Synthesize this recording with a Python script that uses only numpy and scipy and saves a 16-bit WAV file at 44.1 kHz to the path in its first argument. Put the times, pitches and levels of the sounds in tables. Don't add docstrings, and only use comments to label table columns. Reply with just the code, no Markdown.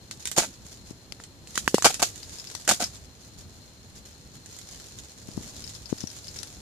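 import sys
import numpy as np
from scipy import signal
from scipy.fft import rfft, irfft, next_fast_len
from scipy.io import wavfile
from scipy.ndimage import map_coordinates

SR = 44100
rng = np.random.default_rng(int(sys.argv[2]) if len(sys.argv) > 2 else 0)


def transcribe(u):
    v = np.clip(np.atleast_2d(u).T, -1, 1)
    q = np.round(v * 32767).astype(np.int16)
    wavfile.write(sys.argv[1], SR, q)


N = 291489

# f/Hz, relative density/dB
RUMBLE_COLOUR = [(20, -18), (35, -10), (55, 2.5), (110, 1), (170, -3.5), (260, -7), (500, -14), (900, -21),
                 (2000, -37), (5000, -26.5)]
# t/s, level/dB
RUMBLE_LEVEL = [(0, -53), (2.2, -52.5), (4.4, -54), (5.15, -53.5), (5.4, -48), (5.7, -53.5), (6.6, -52)]
# f/Hz, relative density/dB
HISS_COLOUR = [(200, -23), (900, -1), (1700, 4.5), (2500, 2.5), (4000, 0), (7000, -1.5), (9000, -6.5),
               (14000, -4)]
# t/s, level/dB
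STIR = [(0, -58), (.78, -52.5), (1.02, -61), (1.43, -66), (1.49, -44.5), (1.65, -45), (2.18, -44),
        (2.42, -42), (2.9, -47), (3.08, -55.5), (4.3, -56.5), (4.6, -46), (4.85, -44.5), (5.12, -51.5),
        (5.43, -44), (5.82, -45.5), (6.38, -42.5), (6.6, -47.5)]
# f/Hz, relative density/dB
PATTER_COLOUR = [(400, -4), (1000, -10), (1800, -5.5), (3000, -6), (5200, -1.5), (7000, 0.5), (14000, -8.5)]
# t/s, level/dB
SHOWERS = [(0.195, -42.5), (0.65, -46), (0.709, -45), (0.859, -44.5), (1.205, -49), (2.319, -38),
           (2.931, -43), (3.204, -48.5), (3.374, -46.5), (3.95, -46), (4.05, -47), (4.335, -46),
           (4.969, -42), (5.655, -46.5)]
# t/s, crack or tick level/dB, knock level/dB, knock f/Hz, pan/dB (halved for the knock)
SNAPS = [(0.111, -31, -45, 2320, -2), (0.255, -25, -36.5, 2240, -1), (0.273, -26, -51, 2120, -4),
         (0.315, -26, -51, 2350, -6), (0.3775, -22, -25, 530, 0), (0.3832, -15, -22, 605, -11),
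         (1.1225, -33.5, -37, 2480, 34), (1.2005, -48, -43.5, 1470, 2), (1.2367, -39.5, -65, 1520, -2),
         (1.473, -43.5, -49, 2600, -1), (1.5547, -26, -44, 1820, -3), (1.5768, -20.5, -23.5, 1590, -2.5),
         (1.6777, -22, -15, 1520, -3), (1.7436, -19, -15.5, 384, 0), (1.7822, -26.5, -25, 720, -1.5),
         (1.8232, -22, -32, 1500, -4), (1.845, -15, -23, 1160, 1), (1.9427, -24, -38, 2700, 1),
         (2.0198, -24, -29, 750, 3), (2.0264, -15.5, -26, 1180, -3.5), (2.158, -38, -62, 2150, -8),
         (2.5001, -38, -49, 1640, 10), (2.5503, -27.5, -43, 1020, 8), (2.6774, -21.5, -24.5, 1480, -4),
         (2.6914, -12, -29, 1900, -5), (2.7123, -19.5, -22, 1290, 0), (4.4596, -41, -73, 2040, -2),
         (4.5877, -39, -72, 1390, -7), (6.4313, -29, -61, 2250, 17)]
# f/Hz, relative density/dB
CRACK_COLOUR = [(300, -9), (1000, -7.5), (2000, 3.5), (4000, 3), (8000, 8.5), (14000, -1.5)]
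# f/Hz, t60/s
BUSH_T60 = [(300, 0.13), (1500, 0.073), (5000, 0.12), (14000, 0.19)]
# collapse t/s, build-up/s, length/s, splinter level/dB, leaf level/dB
CRUNCHES = [(0.377, 0.013, 0.029, -18, -26.5), (0.423, 0.004, 0.025, -29.5, -33),
            (1.851, 0.005, 0.017, -9, -12.5), (1.897, 0.003, 0.015, -27.5, -33.5),
            (1.997, 0.002, 0.012, -27, -35), (2.027, 0.004, 0.0083, -14.5, -21),
            (2.691, 0.014, 0.032, -17.5, -23), (2.81, 0.015, 0.027, -23.5, -30)]
# f/Hz, relative density/dB
LEAF_COLOUR = [(70, -44.5), (140, -17.5), (205, -2), (270, -10), (450, -7), (710, 3), (810, -2), (900, 1),
               (1030, -15.5), (1250, -6.5), (1490, 0.5), (1850, -15), (2350, -4), (4000, -27)]
# t/s, level/dB, f/Hz
THUDS = [(0.3784, -28, 163), (0.3825, -28, 337), (0.651, -46, 148), (1.743, -25.5, 200), (1.852, -43, 196),
         (2.822, -34, 218)]
# t/s, level/dB, nominal f/Hz (sets the pulse width)
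BUMPS = [(0.9066, -34.5, 230), (5.2853, -34, 188), (5.374, -24, 195), (5.4062, -38, 200),
         (5.9244, -18, 238), (6.0365, -26, 174)]
# start/s, end/s, level/dB, pan/dB (halved in use)
SPELLS = [(2.22, 2.62, -40.5, 10), (5.66, 6.42, -42, 27)]
# t/s, level/dB, f/Hz, pan/dB (halved in use)
CLINKS = [(2.8412, -23.5, 5130, -9), (5.641, -37.5, 5250, 19), (6.0055, -34.5, 6040, 19.5),
          (6.072, -34.5, 5800, 21), (6.3877, -33.5, 5600, 24)]
# f/Hz, left gain/dB, right gain/dB
PORT_COLOUR = [(860, 3.5, 3.5), (1620, -0.5, -0.5), (2260, -2, -2), (3670, 4.5, -1), (4050, 6, -4),
               (5300, 4, -1.5), (7070, -2, 7), (7730, -5.5, -0.5), (9800, -3.5, -3), (10500, -2, -2.5),
               (13700, -13, -3.5), (15300, -38, -5)]

BLOW_S = 0.005
LEAD_SAMPLES = 3
CEILING, TOP_HZ = 0.85, 14650
DEBRIS_DB, DEBRIS_T60_S = -20, 0.29
SHOWER_RISE_S = 0.011
STRAIN_DB = -7
SAG_DB, RELEASE_T60_S = 3, 0.01
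PIECE_GAP_S, PIECE_HZ = 0.085, 5180


def amp(db):
    return 10 ** (np.asarray(db) / 20)


def unit(x):
    return x / np.sqrt(np.mean(x ** 2) + 1e-20)


def dose(x, db, length_s=BLOW_S):
    energy = np.mean(np.sum(x ** 2, axis=-1))
    return x * amp(db) * np.sqrt(length_s * SR / (energy + 1e-20))


def along(points, hz):
    f, v = np.transpose(points)
    return np.interp(np.log(hz + 1), np.log(f + 1), v)


def curve(rows):
    return np.interp(np.arange(N) / SR, *np.transpose(rows))


def wobble(rate_hz):
    knots = rng.standard_normal(int(N * rate_hz / SR) + 4)
    return map_coordinates(knots, [np.arange(N) * rate_hz / SR])


def filtered(x, response):
    n = x.shape[-1]
    m = 2 * next_fast_len(n)
    return irfft(rfft(x, m) * response(np.fft.rfftfreq(m, 1 / SR)), m)[..., :n]


def coloured(x, points):
    size = 2048
    cepstrum = irfft(np.log(amp(along(points, np.fft.rfftfreq(size, 1 / SR)))))
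    cepstrum[1:size // 2] *= 2
    cepstrum[size // 2 + 1:] = 0
    impulse = irfft(np.exp(rfft(cepstrum)))
    return signal.fftconvolve(np.atleast_2d(x), impulse[None], axes=1)[:, :x.shape[-1]]


def pair(n, shared):
    share = np.clip(shared, 0, 1)
    common = np.sqrt(share) * rng.standard_normal(n)
    return common + np.sqrt(1 - share) * rng.standard_normal((2, n))


def panned(pan_db):
    return unit(amp([[pan_db / 2], [-pan_db / 2]]))


def add(track, t_s, x):
    start = max(round(t_s * SR), 0)
    track[:, start:start + x.shape[-1]] += x[:, :N - start]


def from_right(x):
    return np.array([np.pad(x, (LEAD_SAMPLES, 0))[:len(x)], x])


def resonance(hz, width_hz):
    return lambda f: 1j * f * width_hz / (hz * hz - f * f + 1j * f * width_hz)


def knock(t, hz, t60_s):
    return np.gradient(t * np.sin(2 * np.pi * hz * t) * amp(-60 * t / t60_s))


def fractures(n, rate_hz, spread_db, life_s):
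    hits = rng.random(n) < rate_hz / SR
    sizes = amp(2 * spread_db * np.clip(rng.standard_normal(n), -2, 2))
    power = signal.lfilter([1], [1, -np.exp(-2 / (life_s * SR))], hits * sizes)
    return unit(np.sqrt(power + 1e-9))


def foliage(x):
    hz, t, z = signal.stft(rng.standard_normal((2, SR // 4)), SR, nperseg=128)
    decay = amp(-60 * t / along(BUSH_T60, hz)[:, None])
    tail = signal.istft(z * decay, SR, nperseg=128)[1]
    tail = coloured(tail, [(300, -22), (1500, 7.0), (4000, 4.5), (14000, -1)])
    tail = tail / np.linalg.norm(tail[0])
    tail = np.pad(tail, ((0, 0), (SR // 400, 0)))
    return signal.fftconvolve(x, tail, axes=1)[:, :N]


def background(rumble_db=0, hiss_db=-58, whistle_db=-68):
    lumps = amp(1.5 * wobble(9) + 1.8 * wobble(28))
    rumble = unit(coloured(pair(N, shared=0.82), RUMBLE_COLOUR))
    bass = filtered(rumble, lambda hz: 1 / (1 + (hz / 320) ** 4))
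    rumble = (rumble + bass * (lumps - 1)) * amp(curve(RUMBLE_LEVEL) + rumble_db)
    hiss = unit(coloured(pair(N, shared=0.019), HISS_COLOUR)) * amp(hiss_db)
    line = resonance(4185, width_hz=150)
    whistle = unit(filtered(pair(N, shared=0), lambda hz: line(hz) ** 2))
    return rumble + hiss + whistle * amp(whistle_db) * panned(18)


def patter(rustle_db=-5, ticks_db=-3, trickle_db=-2, flutter_db=1.0):
    rustle = fractures(N, rate_hz=2600, spread_db=2.0, life_s=0.011) * pair(N, shared=0.044)
    crumbs = fractures(N, rate_hz=120, spread_db=3.5, life_s=0.0016) * pair(N, shared=0.2)
    crumbs = unit(crumbs + amp(-3) * foliage(crumbs))
    mix = unit(coloured(amp(rustle_db) * rustle + amp(ticks_db) * crumbs, PATTER_COLOUR))
    flow = np.sqrt(amp(curve(STIR)) ** 2 + debris() + showers())
    return flow * amp(trickle_db + flutter_db * wobble(22)) * mix


def debris():
    shed = np.zeros(N)
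    for t_s, db, *_ in SNAPS:
        shed[round(t_s * SR)] += amp(db + DEBRIS_DB) ** 2
    for t_s, _, length_s, db, _ in CRUNCHES:
        shed[round((t_s + length_s) * SR)] += amp(db + DEBRIS_DB) ** 2 * length_s / BLOW_S
    return signal.lfilter([1], [1, -amp(-60 / (DEBRIS_T60_S * SR)) ** 2], shed)


def showers():
    out, age = np.zeros((1, N)), np.arange(SR // 4) / (SR * SHOWER_RISE_S)
    for t_s, db in SHOWERS:
        add(out, t_s, amp(db) ** 2 * (age * np.exp(1 - age))[None])
    return out[0]


def snaps(crack_db=-1, knock_db=0, crack_t60_s=0.023, knock_t60_s=0.0041, shove_db=-12, shove_hz=210,
          scatter_db=-4):
    out, far, t = np.zeros((2, N)), np.zeros((2, N)), np.arange(SR // 25) / SR
    for t_s, db, low_db, hz, pan_db in SNAPS + faint_snaps():
        grains = fractures(len(t), rate_hz=3800, spread_db=0.5, life_s=0.00013)
        burst = pair(len(t), shared=0.48) * grains
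        crack = coloured(burst * amp(-60 * t / crack_t60_s), CRACK_COLOUR)
        crack = dose(crack, db + crack_db) * panned(pan_db)
        stutter = burst[0] * amp(-60 * t / 0.009)
        jolt = (t == 0) + 0.7 * stutter / np.linalg.norm(stutter)
        twig = signal.fftconvolve(jolt, knock(t, hz, knock_t60_s * np.sqrt(400 / hz)))[:len(t)]
        shove = dose(knock(t, shove_hz, t60_s=0.0051), low_db + shove_db)
        body = dose(twig, low_db + knock_db) + shove
        add(out, t_s, crack + from_right(body) * panned(pan_db / 2))
        add(far, t_s, crack * amp(-max(pan_db, 0) / 2))
    return out + amp(scatter_db) * foliage(far)


def faint_snaps(count=10, over_db=3, spread_db=2, knock_db=-24, knock_hz=1900, pan_db=-4):
    place, size = rng.random((count, 2)).T
    times = (np.arange(count) + place) / count * (N / SR)
    levels = np.interp(times, *np.transpose(STIR)) + over_db + spread_db * (2 * size - 1)
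    return [(t_s, db, db + knock_db, knock_hz, pan_db) for t_s, db in zip(times, levels)]


def crunches(splinter_db=-3.5, leaf_db=-2.5):
    out, t = np.zeros((2, N)), np.arange(SR // 8) / SR
    for t_s, build_s, length_s, db, low_db in CRUNCHES:
        force = fractures(len(t), rate_hz=1700, spread_db=3.5, life_s=0.0008)
        force = force * crumbling(t, build_s, length_s)
        splinters = coloured(force * pair(len(t), shared=0.069), CRACK_COLOUR)
        leaf = coloured(force * rng.standard_normal(len(t)), LEAF_COLOUR)[0]
        splinters = dose(splinters, db + splinter_db, length_s)
        leaf = dose(leaf, low_db + leaf_db, length_s)
        add(out, t_s - build_s, splinters + from_right(leaf))
    return out


def crumbling(t, build_s, length_s):
    end_s = build_s + length_s
    sag_db = np.interp(t, [0, build_s, end_s], [STRAIN_DB, 0, -SAG_DB])
    return amp(sag_db - 60 * np.maximum(t - end_s, 0) / RELEASE_T60_S)


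def thuds(thud_db=0, thud_t60_s=0.023):
    out, t = np.zeros((2, N)), np.arange(SR // 12) / SR
    for t_s, db, hz in THUDS:
        add(out, t_s, from_right(dose(knock(t, hz, thud_t60_s), db + thud_db)))
    return out


def bumps(bump_db=0, click_db=-17):
    out, t = np.zeros((2, N)), np.arange(SR // 25) / SR
    for t_s, db, hz in BUMPS:
        phase = 2.24 * hz * (t - 0.004)
        swing = 2.2 * np.exp(-(2.2 * phase) ** 2) - np.exp(-phase ** 2)
        click = knock(t, hz=500, t60_s=0.0025)
        add(out, t_s, dose(swing, db + bump_db) * amp([[0], [-28]]))
        add(out, t_s + 0.0034, dose(click, db + click_db) * amp([[0], [-15]]))
    return out


def clinks(clink_db=-3, tick_db=-7, ring_t60_s=0.02, width_hz=520):
    out, t = np.zeros((2, N)), np.arange(SR // 25) / SR
    for t_s, db, hz, pan_db in CLINKS + small_pieces():
        contact = pair(len(t), shared=0.23) * amp(-60 * t / ring_t60_s)
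        ring = dose(filtered(contact, resonance(hz, width_hz)), db + clink_db)
        tick = dose(coloured(contact, CRACK_COLOUR), db + tick_db)
        add(out, t_s, (ring + tick) * panned(pan_db / 2))
    return out


def small_pieces(spread_db=3, spread_octaves=0.052, spread_pan_db=8):
    rows = []
    for start_s, end_s, db, pan_db in SPELLS:
        draws = rng.uniform(-1.1, 1, size=(16, 4))
        for k, (late, size, pitch, side) in enumerate(draws):
            t_s = start_s + PIECE_GAP_S * (k + 0.5 + late / 2)
            hz = PIECE_HZ * 2 ** (spread_octaves * pitch)
            if t_s < end_s:
                rows.append((t_s, db + spread_db * size, hz, pan_db + spread_pan_db * side))
    return rows


def scene():
    shards = crunches() + clinks()
    ice = snaps() + shards + amp(-7) * foliage(shards)
    return background() + patter() + ice + thuds() + bumps()


def record(dry):
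    ports = np.array(PORT_COLOUR)
    left = coloured(dry[0], ports[:, [0, 1]])
    right = coloured(dry[1], ports[:, [0, 2]])
    both = np.vstack([left, right])
    rounded = both / (1 + (both / CEILING) ** 4) ** (1 / 4)
    return filtered(rounded, lambda hz: 1 / np.sqrt(1 + (hz / TOP_HZ) ** 240))


dry = scene()
out = record(dry)
transcribe(out)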